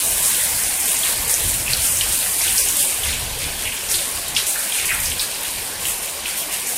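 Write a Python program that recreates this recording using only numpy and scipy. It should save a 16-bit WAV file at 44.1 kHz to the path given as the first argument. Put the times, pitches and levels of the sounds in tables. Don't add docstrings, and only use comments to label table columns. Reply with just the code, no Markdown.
import sys
import numpy as np
from scipy import signal
from scipy.fft import rfft, irfft, next_fast_len
from scipy.io import wavfile

SR = 44100
rng = np.random.default_rng(int(sys.argv[2]) if len(sys.argv) > 2 else 0)


def wav_out(sig):
    wavfile.write(sys.argv[1], SR, np.round(np.clip(np.atleast_2d(sig).T, -1, 1) * 32767).astype(np.int16))


def volts_from_decibels(level):
    exponent = np.asarray(level, float) / 20
    return 10 ** exponent


N = 298557

# start in seconds, spray level in dB,
# coarseness in dB (more patter, less mist), time to die away by 60 dB in seconds.
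SURGES = [(.225, -19.5, -0.5, 1.6), (.85, -22, 0.5, 2.1), (1.029, -20.5, 3, 0.72),
          (1.276, -17.5, -5.5, 0.81), (1.461, -21, -4.5, 0.53), (1.68, -22.5, 4, 0.94),
          (1.819, -18, -2.5, 0.84), (2.1, -20.5, -0.5, 0.54), (2.39, -20, 3, 1.9), (2.55, -17.5, -5.5, 0.7),
          (2.771, -19, -4.5, 1.02), (3.03, -25, 12.5, 0.61), (3.385, -28, 8, 1.1), (3.57, -30, 6, 1.7),
          (3.885, -18, 1, 1.08), (4.129, -25.5, 0, 0.75), (4.35, -21.5, 8, 0.44), (4.459, -20.5, -3.5, 1),
          (4.722, -23, 5.5, 1.1), (5.02, -22.5, 0.5, 0.4), (5.19, -27, 6, 1.14), (5.43, -31.5, -5, 1.3),
          (5.785, -27, 2, .6), (5.845, -20, -4, .55), (6.005, -25, -3, .8), (6.249, -25.5, 5.5, 0.83),
          (6.35, -25, -11.5, 0.48), (6.505, -24, 0, .6), (6.665, -24.5, 1, 1.2), (6.745, -20, 0, .9)]
# time in seconds, steady spray level in dB.
FACING = [(0, -19), (.5, -20), (1.2, -23.5), (1.65, -24.5), (2.0, -21), (2.35, -21), (2.7, -21.5),
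          (2.95, -22.5), (3.3, -31), (3.85, -28), (4.3, -31.5), (4.7, -24.5), (5.05, -26), (5.3, -30.5),
          (5.6, -27), (5.76, -31), (6.22, -33), (6.77, -28)]
# frequency in Hz, level in dB per Hz.
SPRAY_COLOUR = [(2940, -39), (5000, -11), (6280, -8), (8340, 1.5), (9340, 2.5), (13600, -9.5),
                (15500, -9.5)]
# frequency in Hz, level in dB per Hz.
PATTER_COLOUR = [(760, -16), (1300, -12.5), (1560, -6.5), (1930, -6.5), (2320, -3), (3510, -5), (3930, -4),
                 (6210, -9), (7000, -8.5), (9100, -35), (15400, -120)]
# start in seconds, peak in dB, centre in Hz.
SPLASHES = [(.2505, -21, 6340), (.637, -12, 5530), (.832, -14, 5900), (.9675, -11, 7000),
            (1.2965, -18.5, 6630), (1.3403, -6, 6840), (1.4587, -18, 4470), (1.733, -7.5, 4830),
            (1.818, -15, 5180), (1.8687, -12, 6380), (1.9709, -9, 6940), (2.0098, -13, 4800),
            (2.398, -15, 4100), (2.4144, -10, 5500), (2.58, -3, 5600), (2.686, -9.5, 6800),
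            (3.4397, -19.5, 4430), (3.8886, -16, 5560), (3.914, -11.5, 5770), (3.9417, -6, 3980),
            (4.349, -13.5, 5800), (4.3642, -7, 4900), (4.4662, -11.5, 6700), (5.032, -20.5, 5020),
            (5.0556, -7, 5540), (5.1942, -4.5, 4290), (5.34, -14.5, 4460), (6.6633, -15, 6800)]
# start in seconds, peak in dB, centre in Hz,
# length of the fizz as a share of the usual.
PLOPS = [(.3472, -12.5, 3280, 0.86), (.8766, -16, 2840, 1.2), (1.0331, -12, 3400, 1.2),
         (1.663, -14.5, 2540, 1.2), (1.6786, -14, 2300, 1.1), (2.0098, -9, 3000, .6),
         (2.261, -19, 1720, 0.56), (2.4778, -11, 2970, 1.2), (2.804, -17.5, 2860, .8),
         (3.035, -12.5, 3100, 0.93), (3.09, -14, 3610, 1), (3.125, -13, 2700, 0.99), (3.44, -18, 2910, 1.3),
         (3.652, -8.5, 2550, 1), (3.7195, -15, 2580, 0.85), (3.99, -15.5, 3420, 0.69),
         (4.3642, -6, 2900, .7), (4.5552, -15, 1596, 1.9), (4.721, -12.5, 2890, 1.3),
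         (4.786, -14, 2250, 1.6), (4.8467, -15, 2430, .8), (4.8883, -6.5, 2240, 1.04),
         (4.9047, -8, 2200, 1.6), (4.915, -12.5, 1560, 1.06), (5.1158, -14.5, 3030, 0.89),
         (5.448, -15, 2920, .6), (5.8521, -13, 2700, .6), (6.256, -16, 2700, 1.3), (6.5082, -19, 2570, 0.8)]
# start in seconds, peak in dB.
TICKS = [(.0724, -6), (0.2271, 0.5), (.5911, -10), (0.7998, -2), (.8566, 1), (1.0843, -3.5), (1.279, -1),
         (1.2962, -4.5), (1.821, -2), (1.853, -3), (2.389, -1.5), (2.559, -2.5), (2.6867, -1.5),
         (2.767, 2.5), (2.804, -0.5), (3.3882, -6.5), (3.623, -6.5), (3.9065, -17), (3.915, -7),
         (4.2827, -4), (4.3798, -7), (4.4665, -1), (4.7671, -8), (4.856, -2), (4.949, -4.5), (5.003, -0.5),
         (5.229, -6.5), (5.4327, -7.5), (5.854, -5), (6.6715, -5.5)]
# frequency in Hz, level in dB per Hz.
MIST_COLOUR = [(5000, -26.5), (8000, -10), (10500, -0.5), (13000, -0.5), (15000, -5), (15800, -16),
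               (18000, -18)]
# frequency in Hz, level in dB per Hz.
WASH_COLOUR = [(88, -42), (150, -0.5), (264, -2.5), (574, 1.5), (952, 0), (1100, 0), (1230, -6.5),
               (2500, -9), (3250, -3), (5500, -120)]
# centre in seconds, peak in dB, half width in seconds.
GUSTS = [(.17, -36.5, 0.076), (.55, -38.5, 0.1), (1.22, -34, 0.067), (1.49, -25.5, 0.07), (1.7, -29.5, .12),
         (2.03, -34.5, 0.12), (2.55, -37, 0.16), (3.1, -32, 0.092), (3.3, -30.5, 0.13), (3.5, -32, 0.09),
         (3.66, -35, .07), (3.95, -38.5, 0.066), (4.18, -34.5, 0.039), (4.35, -38, 0.068),
         (4.92, -35.5, 0.083), (5.09, -31, 0.071), (5.599, -38.5, .08), (5.85, -38.5, 0.071),
         (6.24, -44, 0.033)]
# frequency in Hz, level in dB per Hz.
WIND_COLOUR = [(12, -40), (20, 4), (59, 1.5), (103, -2.5), (200, -17), (300, -18), (390, -33.5),
               (660, -120)]
# centre in seconds, lowest Hz, highest Hz, level in dB.
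FLECKS = [
    (1.645, 11700, 13300, -39),
    (2.97, 7500, 9060, -31),
    (3.32, 5700, 6960, -45),
    (4.595, 8200, 10000, -25),
    (4.595, 10300, 11900, -33),
    (5.27, 9000, 10500, -35),
    (5.27, 13600, 15400, -40),
    (5.99, 5700, 7800, -39),
    (5.99, 13000, 15300, -38),
]
# frequency in Hz, step in dB.
ROUNDING_STEP = [(60, 0), (300, -0.5), (700, 1.5), (1300, -0.5), (2500, 2.5), (6000, 1), (9000, 2),
                 (13000, -2), (14600, 0.5), (15800, 2)]

SURGE_RISE_S, SURGE_HOLD_S = .025, .015
PATTER_DB, PATTER_FOLLOWS, PATTER_SURGE_DB = -31, .3, -10.5
MIST_DB, MIST_FOLLOWS, MIST_SURGE_DB = -33, .8, -11.5
PORT_HZ, PORT_SCATTER = 8910, 0.038
WASH_DB, WASH_FADE_DB_PER_S = -35.5, 0.24
BREEZE_DB, BREEZE_FADE_DB_PER_S = -42.5, 1


def rms_one(x):
    return x / np.sqrt(np.mean(x ** 2) + 1e-20)


def drift(rate):
    r = np.exp(-80 * np.pi * rate / SR)
    slow = signal.lfilter([1], [1, -2 * r, r * r], rng.standard_normal(N // 40 + 2002))[2000:]
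    return np.interp(np.arange(N) / 40, np.arange(len(slow)), rms_one(slow))


def band(x, low_hz, high_hz):
    sos = signal.butter(2, [low_hz, min(high_hz, .45 * SR)], "band", fs=SR, output="sos")
    return signal.sosfilt(sos, x)


def drops(per_s, spread_db, clump_db):
    sizes = volts_from_decibels(spread_db * np.minimum(rng.exponential(1, N), 5)) * rng.choice([-1, 1], N)
    lands = rng.random(N) < per_s * volts_from_decibels(clump_db * drift(15)) / SR
    return rms_one(sizes * lands)


def sheet(colour, impacts, grain_db, patchy_db):
    hz, db = np.transpose(colour)
    octaves = np.log2(min(hz[-1], .45 * SR) / hz[0])
    edges = hz[0] * 2 ** np.arange(0, octaves, 1 / 4)
    white = rng.standard_normal((2, N))
    together = drift(24)
    out = volts_from_decibels(grain_db) * impacts
    for k, (low, high) in enumerate(zip(edges, edges[1:])):
        flicker = volts_from_decibels(patchy_db * (0.37 * together + drift(14) + .7 * drift(4)))
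        out = out + band(flicker * white[k % 2], low, high)
    size = next_fast_len(N)
    line_hz = np.arange(size // 2 + 1) * SR / size
    gain = volts_from_decibels(np.interp(np.log(line_hz + 1), np.log(hz), db))
    return rms_one(irfft(rfft(out, size) * gain, size)[:N])


def surges(coarse_share):
    s, db, coarse_db, t60 = np.transpose(SURGES)[:, :, None]
    age = np.arange(0, N, 32) / SR - s
    rise = np.clip(age / SURGE_RISE_S, 0, 1)
    fall_db = 60 * np.maximum(age - SURGE_RISE_S - SURGE_HOLD_S, 0) / t60
    power = rise ** 2 * volts_from_decibels(db + coarse_share * coarse_db - fall_db) ** 2
    return np.repeat(power.sum(axis=0), 32)[:N]


def facing():
    s, db = np.transpose(FACING)
    return np.interp(np.arange(N) / SR, s, db)


def spray(facing_db):
    level = volts_from_decibels(-1.0) * np.sqrt(volts_from_decibels(facing_db) ** 2 + surges(0))
    return level * sheet(SPRAY_COLOUR, drops(4000.0, 3.6, 3.0), grain_db=1, patchy_db=1.1)


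def patter(turn_db):
    steady = volts_from_decibels(PATTER_DB + PATTER_FOLLOWS * turn_db)
    level = np.sqrt(steady ** 2 + volts_from_decibels(PATTER_SURGE_DB) ** 2 * surges(0.92))
    return level * sheet(PATTER_COLOUR, drops(1500.0, 4.6, 4.7), grain_db=-7.0, patchy_db=1.9)


def splashes(blobs, crack_db, crack_t60, tail_db, tail_t60, ratio):
    out, length = np.zeros(N + SR), SR // 2
    t = np.arange(length) / SR
    crack = volts_from_decibels(-60 * t / crack_t60) + volts_from_decibels(14.0) * (t == 0)
    for s, peak_db, hz, *lasts in blobs:
        shape = crack + volts_from_decibels(tail_db - 60 * t / (tail_t60 * np.prod(lasts)))
        uneven = volts_from_decibels(5.0 * np.minimum(rng.exponential(1, length), 5))
        fizz = rng.standard_normal(length) * uneven
        edges = hz / ratio, hz * ratio
        fizz = rms_one(band(band(fizz, *edges), *edges))
        out[round(s * SR):][:length] += volts_from_decibels(peak_db + crack_db) * shape * fizz
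    return out[:N]


def ticks(echo_db, echo_s, fizz_db, fizz_t60, spread):
    out, length = np.zeros(N + SR), SR // 4
    t = np.arange(length) / SR
    click = np.eye(1, length)[0]
    click = click + volts_from_decibels(echo_db) * np.roll(click, round(echo_s * SR))
    for s, peak_db in TICKS:
        hz = PORT_HZ * (1 + PORT_SCATTER * rng.standard_normal())
        edges = hz / spread, hz * spread * 1.25
        ring = band(band(click, *edges), *edges)
        ring = ring / np.abs(ring).max()
        fizz = rms_one(band(rng.standard_normal(length), hz / spread, hz * spread))
        fizz = volts_from_decibels(fizz_db - 60 * t / fizz_t60) * fizz
        out[round(s * SR):][:length] += volts_from_decibels(peak_db - 2.5) * (ring + fizz)
    return out[:N]


def mist(turn_db):
    steady = volts_from_decibels(MIST_DB + MIST_FOLLOWS * turn_db)
    level = np.sqrt(steady ** 2 + volts_from_decibels(MIST_SURGE_DB) ** 2 * surges(-0.65))
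    return level * sheet(MIST_COLOUR, drops(3000.0, 4.5, 3.3), grain_db=-1.0, patchy_db=1.9)


def wash():
    level = volts_from_decibels(WASH_DB - WASH_FADE_DB_PER_S * np.arange(N) / SR)
    return level * sheet(WASH_COLOUR, drops(900.0, 3.1, 1.0), grain_db=-14.5, patchy_db=2.06)


def wind():
    t = np.arange(N) / SR
    power = volts_from_decibels(BREEZE_DB - BREEZE_FADE_DB_PER_S * t) ** 2
    for s, db, half in GUSTS:
        power = power + volts_from_decibels(db) ** 2 * np.exp(-((t - s) / half) ** 2)
    return np.sqrt(power) * sheet(WIND_COLOUR, np.zeros(N), grain_db=-40, patchy_db=1.87)


def flecks():
    out, window = np.zeros(N), np.hanning(2048)
    hz = np.arange(1025) * SR / 2048
    for s, low_hz, high_hz, level_db in FLECKS:
        noise = irfft(rfft(rng.standard_normal(2048)) * (hz > low_hz) * (hz < high_hz))
        out[round(s * SR) - 1024:][:2048] += volts_from_decibels(level_db) * window * rms_one(noise)
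    return out


def coarse_rounding(x, wobble_db, hop=1024, offset=992, count=740):
    n, k = np.arange(2 * hop), np.arange(count)
    window = np.sin(np.pi * (n[:, None] + .5) / (2 * hop))
    waves = np.cos(np.pi / hop * np.outer(n + .5 + hop / 2, k + .5))
    basis = window * waves * np.sqrt(2 / hop)
    starts = np.arange(offset % hop, N - 2 * hop, hop)
    frames = x[starts[:, None] + n]
    hz, db = np.transpose(ROUNDING_STEP)
    step_db = np.interp(np.log((k + .5) * SR / 2 / hop), np.log(hz), db)
    wobble = np.repeat(rng.standard_normal((len(starts), count // 4)), 4, axis=1)
    step = frames.std(axis=1, keepdims=True) * volts_from_decibels(step_db + wobble_db * wobble)
    tones = frames @ basis
    error = (step * np.round(tones / step) - tones) @ basis.T
    out = x.copy()
    out[starts[0]:][:hop * len(starts)] += error[:, :hop].ravel()
    out[starts[0] + hop:][:hop * len(starts)] += error[:, hop:].ravel()
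    return out


def scene():
    facing_db = facing()
    turn_db = facing_db - facing_db.mean()
    close = splashes(SPLASHES, crack_db=-7.5, crack_t60=0.017, tail_db=-10.5, tail_t60=.35, ratio=1.25)
    close += splashes(PLOPS, crack_db=-6.5, crack_t60=0.017, tail_db=-9.5, tail_t60=.4, ratio=1.27)
    close += ticks(echo_db=-3, echo_s=0.0015, fizz_db=-20.5, fizz_t60=0.23, spread=1.3)
    mono = spray(facing_db) + patter(turn_db) + close + mist(turn_db) + wash() + wind()
    return np.stack([mono, mono])


def low_pass(x):
    return signal.sosfilt(signal.butter(12, 15870, fs=SR, output="sos"), x)


def record(dry):
    top = signal.cheby2(14, 60, 16500, fs=SR, output="sos")
    port = signal.butter(1, 35.0, "high", fs=SR, output="sos")
    rounded = .85 * np.tanh(dry[0] / 0.85)
    mono = signal.sosfilt(np.vstack([top, port]), rounded)
    mix = coarse_rounding(mono, wobble_db=3.5) + flecks() * [[1], [-1]]
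    return low_pass(mix)


dry = scene()
out = record(dry)
wav_out(out)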